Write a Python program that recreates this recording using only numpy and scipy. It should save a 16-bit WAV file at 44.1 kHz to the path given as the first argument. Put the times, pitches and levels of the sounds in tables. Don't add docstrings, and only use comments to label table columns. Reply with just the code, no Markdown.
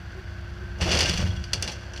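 import sys
import numpy as np
from scipy import signal
from scipy.fft import rfft, irfft
from scipy.io import wavfile

SR = 44100
rng = np.random.default_rng(int(sys.argv[2]) if len(sys.argv) > 2 else 0)


def output_pcm(signal):
    pcm = np.clip(np.atleast_2d(signal).T, -1, 1) * 32767
    wavfile.write(sys.argv[1], SR, np.round(pcm).astype(np.int16))


N = 88200

# t/s, level/dB, decay/s, extra treble/dB, ring f/Hz
CRACK_EVENTS = [(0.786, -44, 0.0071, -10, 4600), (.810, -27.5, 0.033, -16, 2650),
                (0.914, -19.5, 0.012, -13, 4800), (0.934, -27, 0.0064, -15, 5900),
                (0.95, -18.5, 0.0042, -14, 5230), (0.959, -29, .003, -20, 4750),
                (.972, -21.5, 0.0052, -20, 4600), (.989, -17, 0.0082, 4, 2760),
                (1.006, -16.3, 0.013, -2, 4700), (1.029, -25.5, 0.0073, -17, 4600),
                (1.056, -24.5, 0.0079, -16, 2900), (1.0951, -22, 0.0024, 12.5, 4300),
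                (1.135, -28, 0.0059, 5, 4420), (1.175, -22, 0.0051, -8, 6300),
                (1.27, -36, 0.012, -20, 3260), (1.3645, -37.5, 0.0032, -16, 4700),
                (1.439, -33, 0.0055, -19, 4730), (1.5329, -16, 0.0057, 7, 4600),
                (1.6242, -18.5, 0.0045, 6.5, 6000), (1.639, -32.5, 0.0083, -20, 5330),
                (1.6762, -26.5, 0.017, -5, 4080), (1.717, -37.5, 0.014, 7, 5900),
                (1.935, -37.5, 0.0081, -21, 6000), (1.9614, -36, 0.0061, -22, 4370),
                (1.9752, -35.5, 0.005, -20, 2900), (1.996, -38, .008, -25, 5900)]
# t/s, level/dB
SPLINTER_ENVELOPE = [(.775, -56.5), (.803, -47), (.815, -29), (.86, -32), (.895, -30), (.925, -26),
                     (1.02, -31), (1.08, -27), (1.15, -34), (1.21, -32.5), (1.26, -41), (1.34, -47.5),
                     (1.5, -51), (1.6, -45.5), (1.69, -46), (1.74, -42.5), (1.8, -49), (1.91, -54),
                     (2, -52)]
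# f/Hz, relative density/dB
BREAK_SPECTRUM = [(150, -24), (500, -0.5), (1200, -3), (2100, 1), (3000, 1.5), (3900, -6), (4600, 1.5),
                  (6100, -4.5), (7000, -11), (10000, -20.5), (14000, -35.5), (16000, -44)]
# f/Hz, width/Hz, gain/dB
SIDING_MODES = [(2815, 150, 4.5), (3400, 90, 7.5), (4420, 300, -2), (5896, 164, 4)]
# t/s, level/dB
CRUSH_ENVELOPE = [(.76, -56), (.82, -36), (.9, -31.5), (.95, -28.5), (1.02, -31.5), (1.13, -40),
                  (1.21, -36), (1.32, -47), (1.48, -61.5), (1.55, -46), (1.6, -46), (1.68, -41.5),
                  (1.8, -51), (2, -46.5)]
# f/Hz, relative density/dB
TIMBER_SPECTRUM = [(100, -2), (180, 5), (270, -0.5), (400, 1.5), (560, 4), (800, -1), (1200, -8),
                   (1550, -3.5), (2200, -8.5), (4000, -43)]
# t/s, level/dB, f/Hz, overtone/dB
WALL_BOOMS = [(0.81, -22.5, 80.1, -4.5), (.885, -26.5, 78, -3), (.935, -23, 79, -14.5),
              (.99, -22.5, 80, -17.5), (1.09, -25.5, 80, -1.5), (1.14, -36.5, 81, -0.5),
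              (1.184, -25, 81, -0.5), (1.232, -17.5, 87.6, -6), (1.281, -24.5, 100, -8),
              (1.32, -30.5, 95, -14), (1.369, -26.5, 76.6, -9), (1.575, -27, 87, -27),
              (1.665, -38, 87.5, -5)]
# t/s, level/dB
RUMBLE_ENVELOPE = [(.77, -47), (.83, -29.5), (1, -41), (1.07, -33), (1.22, -29.5), (1.33, -39.5),
                   (1.48, -48.5), (1.65, -40.5), (2, -59)]
# f/Hz, relative density/dB
RUMBLE_SPECTRUM = [(20, -19), (38, -4), (55, -6), (90, 3), (130, -3.5), (180, -5), (260, -18), (600, -52)]
# t/s, level/dB, f/Hz
BOARD_CREAKS = [(.855, -28, 335.5), (0.861, -30.5, 635), (0.904, -27, 371.5), (0.937, -32, 490),
                (1.002, -29.5, 537), (1.049, -28.5, 1583), (1.082, -30, 343), (1.68, -39.5, 850)]
# t/s, level/dB
DEBRIS_HITS = [(1.308, -37), (1.365, -37.5)]
# f/Hz, level/dB
DEBRIS_MODES = [(2840, -11), (3290, -1.5), (3370, -3.5), (4620, -19), (5840, -11)]
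# t/s, f/Hz
CYCLE_RATE = [(0, 15.4), (.7, 16.03), (1.4, 15.7), (2, 16.05)]
# multiple of the cycle rate, level/dB
ENGINE_TONES = [(3, -53.5), (6, -42), (7, -57.5), (8, -50.5), (11, -60.5), (12, -52), (13, -63.5),
                (22, -52.5), (40, -62.5), (96, -56.5), (100, -64.5)]
# f/Hz, level/dB
THROB_TONES = [(49, -49), (64.6, -40.5), (73.5, -45)]
# t/s, tone gain/dB
ENGINE_LOAD = [(0, -4), (.3, -1), (.75, 1.5), (1.3, 2.5), (1.65, -1), (2, -2)]
# f/Hz, relative density/dB
CLATTER_SPECTRUM = [(20, -5), (55, 6.5), (180, -4), (280, -7), (450, -17), (650, -7.5), (1280, -7),
                    (1440, -1), (1600, 2.5), (1750, -5), (2200, -10.5), (2850, -14), (3400, -15.5),
                    (3900, -21.5), (4600, -13.5), (5900, -33.5), (7000, -32.5), (10000, -41), (14000, -39),
                    (16000, -54)]
# centre t/s, half length/s, f/Hz, level/dB
HYDRAULIC_MOANS = [(0.184, 0.029, 375, -43), (0.624, 0.035, 371, -48.5)]
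# f/Hz, relative density/dB
OIL_SPECTRUM = [(200, -13), (550, 1), (1100, -2), (2500, -5.5), (8000, -33)]
# delay/s, gain/dB
YARD_ECHOES = [(.0063, -37), (0.022, -20.5), (0.044, -24.5)]

CRACK_ATTACK_S = 0.00027


def cracks(fibres_per_s=14000, spread_db=2.5, tail_s=0.019, tail_db=-11.5, ring_db=0.5):
    fibres = grains(fibres_per_s, spread_db)
    scatter = rng.standard_normal(N)
    treble = high_pass(grains(fibres_per_s, spread_db), hz=8000, order=2)
    out = 0
    for start_s, db, decay_s, treble_db, ring_hz in CRACK_EVENTS:
        snap = pulse(start_s, CRACK_ATTACK_S, decay_s) * (fibres + from_db(treble_db) * treble)
        snap += from_db(tail_db) * pulse(start_s, decay_s, tail_s) * scatter
        ring = from_db(ring_db) * resonance(snap, ring_hz, width_hz=420)
        out += from_db(db) * (snap + ring)
    return high_pass(out, hz=2680, order=1)


def siding(snaps, level_db=-4, snap_direct_db=0.84, snap_ring_db=-1, bend_depth=0.011):
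    splinters = grains(per_s=2500, spread_db=1.5)
    clumps_db = drift(rate_hz=40)
    splinters *= from_db(curve(SPLINTER_ENVELOPE) + clumps_db)
    direct = colour(splinters + from_db(snap_direct_db) * snaps, BREAK_SPECTRUM)
    force = colour(splinters + from_db(snap_ring_db) * snaps, BREAK_SPECTRUM)
    rings = 0
    for hz, width_hz, db in SIDING_MODES:
        bent_hz = hz * (1 + bend_depth * drift(rate_hz=14))
        rings += from_db(db) * resonance(force, bent_hz, width_hz)
    return from_db(level_db) * (direct + rings)


def timber(snap_share_db=-18.5, knock_decay_s=0.014):
    knocks = sum(from_db(db + snap_share_db) * pulse(start_s, CRACK_ATTACK_S, knock_decay_s)
                 for start_s, db, *_ in CRACK_EVENTS)
    crunch = grains(per_s=1200, spread_db=4) * from_db(curve(CRUSH_ENVELOPE))
    return colour(crunch + knocks * rng.standard_normal(N), TIMBER_SPECTRUM)


def wall(overtone_hz=178):
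    out = from_db(curve(RUMBLE_ENVELOPE)) * colour(rng.standard_normal(N), RUMBLE_SPECTRUM)
    for start_s, db, hz, overtone_db in WALL_BOOMS:
        rad_per_hz = 2 * np.pi * (seconds() - start_s)
        modes = np.sin(hz * rad_per_hz) + from_db(overtone_db) * np.sin(overtone_hz * rad_per_hz)
        out += from_db(db) * pulse(start_s, attack_s=0.0076, decay_s=0.046) * modes
    return out


def creaks(roughness_rad=0.4):
    out = 0
    for start_s, db, hz in BOARD_CREAKS:
        groan = np.sin(2 * np.pi * hz * seconds() + roughness_rad * drift(rate_hz=49))
        out += from_db(db) * pulse(start_s, attack_s=0.012, decay_s=0.018) * groan
    return out


def debris(attack_s=0.0016, decay_s=0.011):
    ring = sum(from_db(db) * np.sin(2 * np.pi * (hz * seconds() + rng.random()))
               for hz, db in DEBRIS_MODES)
    return ring * sum(from_db(db) * pulse(start_s, attack_s, decay_s) for start_s, db in DEBRIS_HITS)


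def engine(waver_db=0.5, jitter_rad=0.043, clatter_db=-47, pulse_depth=0.11, firings_per_cycle=3):
    cycle_rad = 2 * np.pi * np.cumsum(curve(CYCLE_RATE)) / SR
    partials = [(round(order) * cycle_rad, db) for order, db in ENGINE_TONES]
    partials += [(2 * np.pi * hz * seconds(), db) for hz, db in THROB_TONES]
    tones = 0
    for phase_rad, db in partials:
        gain = from_db(db - waver_db * drift(rate_hz=1.7))
        tones += gain * np.sin(phase_rad + jitter_rad * drift(rate_hz=4.7) + 2 * np.pi * rng.random())
    drone = np.sqrt(2) * tones * from_db(curve(ENGINE_LOAD))
    pulsing = 1 + pulse_depth * (np.cos(firings_per_cycle * cycle_rad) + np.cos(cycle_rad)) / 2
    clatter = colour(rng.standard_normal(N) * pulsing, CLATTER_SPECTRUM)
    return drone + from_db(clatter_db) * clatter


def hydraulics(rush_db=-7):
    t = seconds()
    rush = from_db(rush_db) * colour(rng.standard_normal(N), OIL_SPECTRUM)
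    out = 0
    for centre_s, half_s, hz, db in HYDRAULIC_MOANS:
        swell = np.exp(-((t - centre_s) / half_s) ** 2)
        out += from_db(db) * swell * (np.sqrt(2) * np.sin(2 * np.pi * hz * t) + rush)
    return out


def yard(x):
    t = seconds()
    return x + sum(from_db(db) * np.interp(t - delay_s, t, x, left=0) for delay_s, db in YARD_ECHOES)


def from_db(db):
    return 10 ** (np.asarray(db) / 20)


def seconds():
    return np.arange(N) / SR


def curve(rows):
    return np.interp(seconds(), *np.transpose(rows))


def unit_rms(x):
    return x / np.sqrt(np.mean(x ** 2) + 1e-20)


def drift(rate_hz, hop=40, settle_steps=2000):
    pole = np.exp(-2 * np.pi * rate_hz * hop / SR)
    noise = rng.standard_normal(N // hop + settle_steps + 2)
    slow = signal.lfilter([1], [1, -2 * pole, pole * pole], noise)[settle_steps:]
    return np.interp(np.arange(N) / hop, np.arange(len(slow)), unit_rms(slow))


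def colour(x, spectrum):
    hz, db = np.transpose(spectrum)
    bins_hz = np.arange(N + 1) * SR / (2 * N)
    gain = unit_rms(from_db(np.interp(np.log(bins_hz + 1), np.log(hz), db)))
    cepstrum = irfft(np.log(gain))[:N]
    cepstrum[1:] *= 2
    return irfft(rfft(x, 2 * N) * np.exp(rfft(cepstrum, 2 * N)))[:N]


def resonance(x, hz, width_hz):
    pole = np.exp(-np.pi * width_hz / SR)
    carrier = np.exp(2j * np.pi * np.cumsum(hz * np.ones(N)) / SR)
    return 2 * np.real(carrier * signal.lfilter([1 - pole], [1, -pole], x / carrier + 1e-18))


def high_pass(x, hz, order):
    return signal.sosfilt(signal.butter(order, hz, "high", fs=SR, output="sos"), x + 1e-18)


def grains(per_s, spread_db):
    sizes = from_db(spread_db * np.minimum(rng.exponential(1, N), 3))
    return unit_rms(sizes * rng.choice([-1, 1], N) * (rng.random(N) < per_s / SR))


def pulse(start_s, attack_s, decay_s):
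    age_s = seconds() - start_s
    return np.clip(age_s / attack_s, 0, 1) * np.exp(-np.maximum(age_s - attack_s, 0) / decay_s)


def scene():
    excavator = engine() + hydraulics()
    crunch = yard(siding(cracks()) + timber())
    return (excavator + crunch + creaks() + debris() + wall())[None]


def record(dry, cutoff_hz=15300):
    return signal.sosfilt(signal.ellip(10, .1, 80, cutoff_hz, fs=SR, output="sos"), dry)


dry = scene()
out = record(dry)
output_pcm(out)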